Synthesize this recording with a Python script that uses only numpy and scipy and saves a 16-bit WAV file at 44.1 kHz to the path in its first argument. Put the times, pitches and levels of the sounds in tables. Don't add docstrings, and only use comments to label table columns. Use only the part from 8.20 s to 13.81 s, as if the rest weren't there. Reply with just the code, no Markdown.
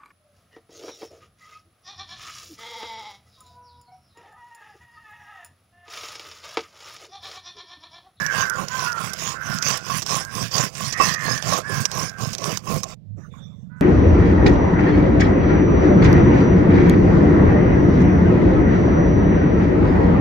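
import sys
import numpy as np
from scipy import signal
from scipy.fft import rfft, irfft
from scipy.io import wavfile
from scipy.ndimage import uniform_filter1d

SR = 44100
rng = np.random.default_rng(int(sys.argv[2]) if len(sys.argv) > 2 else 0)


def to_wav(s):
    ch = np.atleast_2d(s).T
    pcm = np.round(np.clip(ch, -1, 1) * 32767)
    wavfile.write(sys.argv[1], SR, pcm.astype(np.int16))


N = 247401


def amp(db):
    return 10 ** (np.asarray(db) / 20)


def unit(x):
    return x / np.sqrt(np.mean(x ** 2) + 1e-20)


def add(mix, s, sound):
    at = round(s * SR)
    sound = sound[max(-at, 0):]
    part = mix[max(at, 0):][:len(sound)]
    part += sound[:len(part)]


def arch(start_s, length_s, peak_share):
    times = start_s + length_s * np.array([0, peak_share, 1])
    return np.sin(np.pi * np.interp(np.arange(N) / SR, times, [0, .5, 0]))


def wander(size, rate_hz):
    f = np.fft.rfftfreq(size, 1 / SR)
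    spectrum = rfft(rng.standard_normal(size))
    return unit(irfft(spectrum * np.exp(-(f / rate_hz) ** 2), size))


def colour(x, points):
    hz, db = np.transpose(points)
    f = abs(np.fft.fftfreq(4096, 1 / SR))
    log_gain = np.log(amp(np.interp(np.log(f + 1), np.log(hz), db)))
    taps = np.fft.ifft(np.exp(np.conj(signal.hilbert(log_gain)))).real
    return signal.oaconvolve(x, taps[:len(taps) // 2])[:len(x)]


def shifting(x, patchy_db):
    z = signal.stft(x, nperseg=512, noverlap=384)[2]
    patches = rng.standard_normal(z.shape)
    patches = uniform_filter1d(patches, size=5, axis=0)
    patches = uniform_filter1d(patches, size=20, axis=1)
    return signal.istft(z * amp(patchy_db * unit(patches)), nperseg=512, noverlap=384)[1][:N]


# start in seconds, length in seconds, share of the length where it is
# fastest, share where the stones bite hardest, then relative levels in dB of rumble, scrape, ring and crunch.
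STROKES = [(-0.087, 0.22, 0.58, 0.17, -37.0, -43, -31, -44.5),
           (0.058, 0.26, 0.58, 0.58, -34.0, -40, -27, -35.5),
           (0.273, 0.21, 0.74, 0.67, -34, -40, -30, -45.5),
           (0.408, 0.33, 0.75, 0.72, -41.0, -42.5, -32.5, -35.5),
           (0.71, 0.25, 0.59, 0.45, -36.5, -46, -34, -39), (0.908, 0.29, 0.54, 0.7, -39.0, -50, -32.5, -35),
           (1.17, 0.268, 0.62, 0.52, -31.5, -47, -37, -39),
           (1.396, 0.24, 0.35, 0.48, -34.0, -40.5, -29.5, -29),
           (1.585, 0.25, 0.76, 0.67, -31.5, -41, -33.0, -33.0),
           (1.834, 0.25, 0.38, 0.41, -34, -34.5, -27, -29), (2.056, 0.26, 0.73, 0.53, -30.0, -37, -35, -35),
           (2.281, 0.24, 0.5, 0.45, -28, -30.5, -27.5, -28.5),
           (2.502, 0.27, 0.59, 0.55, -33.5, -45.5, -38.0, -33.0),
           (2.735, 0.25, 0.56, 0.43, -29.5, -32.0, -28.0, -26.5),
           (2.934, 0.3, 0.63, 0.51, -30.0, -37.5, -32, -33),
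           (3.187, 0.26, 0.48, 0.57, -29.0, -27.5, -28.5, -28.5),
           (3.415, 0.27, 0.68, 0.55, -27.5, -34, -32.5, -34.0),
           (3.654, 0.28, 0.58, 0.46, -31.5, -32, -31, -33),
           (3.961, 0.25, 0.31, 0.18, -30.0, -38.0, -37.5, -38.0),
           (4.16, 0.26, 0.55, 0.38, -31.0, -31.0, -33, -32.0),
           (4.41, 0.24, 0.57, 0.42, -26, -32.0, -32, -37.5),
           (4.625, 0.18, 0.47, 0.59, -66, -42.5, -48, -44.0)]
# frequency in Hz, relative density in dB per Hz.
RUMBLE = [(20, -18), (42, -34), (75, -16), (110, -4.5), (148, 1.5), (210, -7.5), (280, -17.5), (500, -39)]
# frequency in Hz, relative density in dB per Hz.
SCRAPE = [(120, -33.5), (280, -1.5), (450, 3.5), (720, 3), (900, -8), (1250, -3.5), (1600, -20), (2500, -6),
          (3600, -30), (6000, -37.5)]
# frequency in Hz, relative density in dB per Hz.
CRUNCH = [(300, -30), (1400, -22.5), (2800, -18), (4100, -16.5), (4900, -5.5), (5600, -5.5), (6700, -6),
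          (7800, -17.5), (10500, -32), (15500, -41)]
# frequency in Hz, relative density in dB per Hz.
CRACKLE = [(500, -27), (1500, 4.5), (2700, 2.5), (3600, 0), (4400, -9), (5700, 4), (8000, -23),
           (15500, -14)]
# frequency in Hz, relative density in dB per Hz.
FIZZ = [(3000, -35.5), (6500, -8), (8000, 2), (10500, -5), (15500, -12)]
# (power, relative dB left while the muller turns)
RUMBLE_LAW, SCRAPE_LAW, RING_LAW, CRUNCH_LAW = (2.92, -56), (2.15, -49), (3.4, -59), (2, -58.5)
COARSE_DB, MILLING_DB_PER_S = 12, 2
STOP_S = 4.746


def grinding():
    t = np.arange(N) / SR
    powers, turning_db = np.transpose([RUMBLE_LAW, SCRAPE_LAW, RING_LAW, CRUNCH_LAW])
    energy = np.ones((N, 1)) * amp(turning_db) ** 2
    for start_s, length_s, fastest, hardest, *levels_db in STROKES:
        speed = arch(start_s, length_s, fastest)
        bite = arch(start_s, length_s, hardest)
        moving = speed > 0
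        drive = np.transpose([speed[moving], bite[moving], bite[moving], speed[moving]])
        energy[moving] += (amp(levels_db) * drive ** powers) ** 2
    rumble_db, scrape_db, ring_db, crunch_db = 10 * np.log10(energy.T)
    coarse_db = COARSE_DB - MILLING_DB_PER_S * t

    rumble = amp(rumble_db + 0.64) * steadied(colour(grit(300, 3.1, .4), RUMBLE), size=1800)
    grains = grit(1500, 4.6, 0.6)
    scrape = amp(scrape_db - 2.33) * unit(shifting(colour(grains, SCRAPE), patchy_db=3.5))
    ring = amp(ring_db - 2.0) * steadied(muller(grains, damping_db=17.0), size=1500)
    pulp = shifting(colour(grit(per_s=2400, spread_db=2.3, hiss=.35), CRUNCH), patchy_db=5)
    crunch = amp(crunch_db + 1.06) * unit(pulp * clumps() * amp(1.4 * wander(N, 110)))
    husks = shifting(colour(grit(900, 1.6, 0.15), CRACKLE), patchy_db=3)
    crackle = amp(crunch_db + coarse_db - 9.5) * unit(husks)
    bubbles = shifting(colour(grit(1500, 3.8, 0.34), FIZZ), patchy_db=6.5)
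    spurts = bubbles * amp(4.4 * wander(N, 22))
    fizz = amp(0.96 * crunch_db + 0.33 * coarse_db - 12.0) * unit(spurts)

    stop = np.clip((STOP_S - t) * 300, 0, 1)
    return (rumble + scrape + ring + crunch + crackle + fizz) * stop


def grit(per_s, spread_db, hiss):
    sizes = amp(spread_db * np.minimum(rng.exponential(1, N), 4.5))
    clicks = sizes * rng.choice([-1, 1], N) * (rng.random(N) < per_s / SR)
    return unit(unit(clicks) + hiss * rng.standard_normal(N))


def steadied(x, size):
    evenness = .38
    power = uniform_filter1d(unit(x) ** 2, size)
    return unit(x / (power + .02) ** evenness)


def clumps():
    husks_per_s, husk_db, decay_s = 45, -1, .0016
    bursts = rng.uniform(0.24, 1.7, N) * (rng.random(N) < husks_per_s / SR)
    return 1 + amp(husk_db) * signal.lfilter([1], [1, -np.exp(-1 / (decay_s * SR))], bursts)


# frequency in Hz, undamped level in dB, time to fall 60 dB in seconds.
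MULLER = [(822, -4, 0.058), (1067, 7, 0.12), (1120.3, 11.5, 0.065), (1897, -10, 0.095), (2200, -16.5, .04),
          (2627, 9.5, 0.21)]


def muller(x, damping_db):
    t = np.arange(SR // 5) / SR
    main_hz = MULLER[1][0]
    ring = np.zeros(len(t))
    for hz, db, t60 in MULLER:
        level = amp(db - damping_db * abs(np.log2(hz / main_hz)))
        ring += level * np.exp(-np.log(1000) * t / t60) * np.sin(2 * np.pi * hz * t)
    return signal.oaconvolve(x, ring)[:len(x)]


# time in seconds, relative level of the snap in dB, length of the crumbling in
# seconds, relative level of the high splinter in dB.
SNAPS = [(0.064, -15.5, 0.0055, -34.5), (0.2982, -20, 0.0028, -23.5), (0.484, -20.5, 0.005, -37),
         (0.7196, -26.5, 0.005, -43), (0.7285, -24.5, 0.0022, -38), (0.934, -20, 0.0055, -27),
         (1.3865, -19.5, 0.0023, -45), (1.425, -12, 0.0072, -39), (1.5742, -23, 0.0055, -27),
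         (1.8204, -16.5, 0.013, -32), (1.864, -19, 0.0026, -33), (2.05, -25.5, 0.0024, -38),
         (2.152, -22.5, 0.0055, -33), (2.318, -23.5, 0.0068, -49), (2.381, -11.5, 0.011, -30),
         (2.5522, -25.5, 0.0077, -56), (2.607, -35, 0.0079, -31), (2.7256, -14, 0.015, -43),
         (2.9408, -17, 0.0047, -29), (2.946, -19.5, 0.0018, -42), (3.178, -20, 0.0068, -46),
         (3.225, -18.5, 0.0024, -43), (3.6541, -6.5, 0.0069, -42), (3.716, -21, 0.0014, -32.5),
         (3.895, -25, 0.0033, -57), (4.132, -19, 0.015, -33), (4.1506, -19.5, 0.0016, -48),
         (4.1822, -21, 0.0082, -38), (4.242, -18, 0.0023, -48.5), (4.3734, -15, 0.0034, -31),
         (4.6332, -16.5, 0.0066, -32), (4.6413, -20.5, 0.0035, -49)]
# frequency in Hz, relative density in dB per Hz.
SNAP = [(100, -11), (700, -9), (1100, -5.5), (1700, -12.5), (3000, -8), (4200, -6.5), (5600, 4.5),
        (7000, -5), (8500, -17), (15500, -27.5)]
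# frequency in Hz, relative density in dB per Hz.
SPLINTER = [(4000, -39), (7500, 2.5), (9500, 9), (15500, -3.5)]


def snaps():
    creak_share, crumb_share = .25, .4
    out, t = np.zeros(N), np.arange(-SR // 200, SR // 16) / SR
    for s, db, crumble_s, splinter_db in SNAPS:
        crumbs = rng.standard_normal(len(t)) * np.sqrt(rng.exponential(1, len(t)))
        crack = rng.standard_normal(len(t)) * np.exp(-abs(t) / 0.00053) * (t >= 0)
        creak = creak_share * np.exp(-abs(t) / 0.0026)
        giving = np.where(t < 0, creak, np.exp(-(t / crumble_s) ** 2))
        force = crack + crumb_share * crumbs * giving
        burst, splinter = colour(force, SNAP), colour(force, SPLINTER)
        add(out, s + t[0], amp(db + 15) * burst / np.linalg.norm(burst))
        add(out, s + t[0], amp(splinter_db + 17.5) * splinter / np.linalg.norm(splinter))
    return out


# time in seconds, relative peak in dB, decay of the chatter in seconds.
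KNOCKS = [(0.386, -22, 0.0051), (1.700, -18.5, 0.013), (2.607, -25, 0.0029), (2.800, -7.5, 0.012),
          (2.812, -6.5, 0.0043), (3.323, -14.5, 0.0086), (4.472, -28.5, 0.0046), (4.635, -28, 0.002),
          (5.139, -41, .001)]


def knocks():
    out, t = np.zeros(N), np.arange(SR // 5) / SR
    for s, db, chatter_s in KNOCKS:
        dying = np.exp(-t / chatter_s)
        chatter = 0.0099 * np.cos(2 * np.pi * MULLER[2][0] * t)
        blows = (0.06 * rng.standard_normal(len(t)) + chatter) * dying
        blows[0] += 1
        ring = muller(blows, damping_db=max(-.6 * (db - 2), 0))
        thud = colour(rng.standard_normal(len(t)) * dying * (1 - np.exp(-t / .002)), SCRAPE)
        sound = unit(ring) + amp(-23.5) * unit(thud)
        add(out, s, amp(db) * sound / abs(sound).max())
    return out


def bump():
    return tone(4.85, .17, hz=99, db=-35, waver=0.082, waver_hz=40)


def tone(start_s, length_s, hz, db, waver, waver_hz):
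    pitch = hz * (1 + waver * wander(N, waver_hz))
    wave = unit(np.sin(2 * np.pi * np.cumsum(pitch) / SR))
    return amp(db) * arch(start_s, length_s, 0.44) ** 1.16 * wave


# start in seconds, length in seconds, relative level in dB.
CLOTH = [(4.958, 0.19, -54.5), (5.106, 0.19, -51), (5.2, 0.36, -62), (5.553, 0.15, -55)]
# frequency in Hz, relative density in dB per Hz.
RUSTLE = [(200, -3), (550, 5), (800, -5), (1200, 2), (1700, -6.5), (3000, -18.5), (4300, -30), (5800, -10),
          (7500, -19), (11000, -38), (15500, -28)]


def cloth():
    stirring = sum(amp(db) * arch(start_s, length_s, peak_share=0.28) ** 1.44
                   for start_s, length_s, db in CLOTH)
    return stirring * unit(shifting(colour(rng.standard_normal(N), RUSTLE), patchy_db=7.0))


# start in seconds, length in seconds, top pitch in Hz, sag of the pitch in Hz per second,
# relative level in dB, roughness from 0 to 1, second partial in dB.
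CAWS = [(-0.08, 0.46, 582, 240, -28.5, 0.51, -19), (0.488, 0.24, 522.6, 280, -32, 0.27, -1),
        (0.628, 0.23, 487, 480, -32, 0.37, -16), (0.848, 0.16, 518, 30, -41, 0.4, -23),
        (1.13, 0.35, 520, 80.8, -34.5, 0.7, -20), (1.523, 0.22, 521, 400, -45.5, 0.53, -32.5),
        (1.972, 0.17, 534, 15, -42, 0.52, -10), (2.717, 0.51, 649, 180, -31.5, 0.58, -8.5),
        (3.42, 0.24, 577, 440, -34.5, 0.48, -9), (3.666, 0.47, 551, 115, -44.5, 0.48, -16.5),
        (5.492, 0.23, 505, 240, -52, 0.36, -11)]
# multiple of the pitch, relative level in dB.
CROW_THROAT = [(1, -26), (2.5, -14.5), (3, 0), (4, -16), (5, -30.5)]
# offset from each partial in Hz, relative level in dB.
FLUTTER = [(-215, -3), (-94.5, 4.5), (104, -2.5), (242.5, -3)]
CAW_RISE_S, CAW_SCOOP, CAW_ATTACK_S, CAW_RELEASE_S, CAW_FADE_DB = .07, .06, 0.039, 0.062, -3.5


def crows():
    out = np.zeros(N)
    for start_s, length_s, top_hz, sag_hz_per_s, db, rough, second_db in CAWS:
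        t = np.arange(0, length_s, 1 / SR)
        scoop = 1 - CAW_SCOOP * np.maximum(1 - t / CAW_RISE_S, 0)
        hz = top_hz * scoop - sag_hz_per_s * np.maximum(t - CAW_RISE_S, 0)
        swell = np.minimum(t / CAW_ATTACK_S, 1) * np.minimum((length_s - t) / CAW_RELEASE_S, 1)
        swell = swell * amp(CAW_FADE_DB * t / length_s)
        phase = 2 * np.pi * np.cumsum(hz * (1 + 0.022 * rough * wander(len(t), 60))) / SR
        rasp = 0
        for offset_hz, side_db in FLUTTER:
            fuzz = wander(len(t), 26) + 1j * wander(len(t), 22)
            rasp = rasp + amp(side_db) * fuzz * np.exp(2j * np.pi * offset_hz * t)
        stack = sum(amp(k_db) * np.exp(.5j * round(2 * k) * phase)
                    for k, k_db in CROW_THROAT + [(2, second_db)])
        voice = (stack * (1 + rough ** 2 * rasp)).imag
        add(out, start_s, amp(db + 1.05) * swell * unit(voice))
    return out


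# start in seconds, length in seconds, pitch in Hz, relative level in dB.
CHIRPS = [(5.097, 0.072, 3570, -62), (5.16, 0.08, 3560, -59.5), (5.206, 0.076, 3550, -54.5),
          (5.248, 0.073, 3650, -72)]


def small_bird():
    return sum(tone(*row, waver=0.021, waver_hz=198) for row in CHIRPS)


def walls(x, t60):
    t = np.arange(SR // 2) / SR
    taps = rng.standard_normal(len(t)) * (rng.random(len(t)) < 2000 / SR)
    taps = taps * (t > .005) * np.exp(-np.log(1000) * t / t60)
    return signal.oaconvolve(x, taps / np.linalg.norm(taps))[:N]


# time in seconds, relative level in dB.
ENGINE = [(0, -51), (4.7, -44), (4.799, -52), (5, -43), (5.6, -42)]


def engine():
    first_s, period_s, jitter_s = .0118, .04372, .0006
    out, t = np.zeros(N), np.arange(-SR // 50, SR // 18) / SR
    for s in np.arange(first_s, N / SR, period_s):
        size, shift, pitch = rng.standard_normal(3)
        puff = -np.cos(2 * np.pi * 162 * (1 + .04 * pitch) * t) * np.exp(-(t / 0.0049) ** 2)
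        echo = np.cos(2 * np.pi * 128 * (1 + 0.13 * size) * t) * np.exp(-((t - .016) / 0.017) ** 2)
        add(out, s + t[0] + jitter_s * shift, amp(1.2 * size) * (puff + 0.48 * echo))
    level_db = np.interp(np.arange(N) / SR, *np.transpose(ENGINE))
    return amp(level_db) * unit(out)


# frequency in Hz, relative density in dB per Hz.
YARD = [(20, -13), (45, 3.5), (100, 6), (220, -1.5), (350, -14.5), (600, -17), (1200, -40.5), (2000, -39),
        (4000, -40.5), (9000, -54), (16000, -58)]


def yard():
    return amp(-52) * unit(colour(rng.standard_normal(N), YARD)) * amp(1.5 * wander(N, 4))


def scene():
    stones = grinding() + snaps() + knocks()
    birds = crows() + small_bird()
    near = stones + amp(-16.5) * walls(stones, t60=0.013) + cloth() + bump()
    far = birds + amp(-4.5) * walls(birds, t60=0.55) + engine() + yard()
    return np.array([np.zeros(N), 2 * (near + far)])


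def record(dry):
    edge_hz = 15900
    low_pass = signal.firwin(511, edge_hz, window=("kaiser", 9), fs=SR)
    return signal.oaconvolve(np.clip(dry, -1, 1), low_pass[None], "same")


dry = scene()
out = record(dry)
to_wav(out)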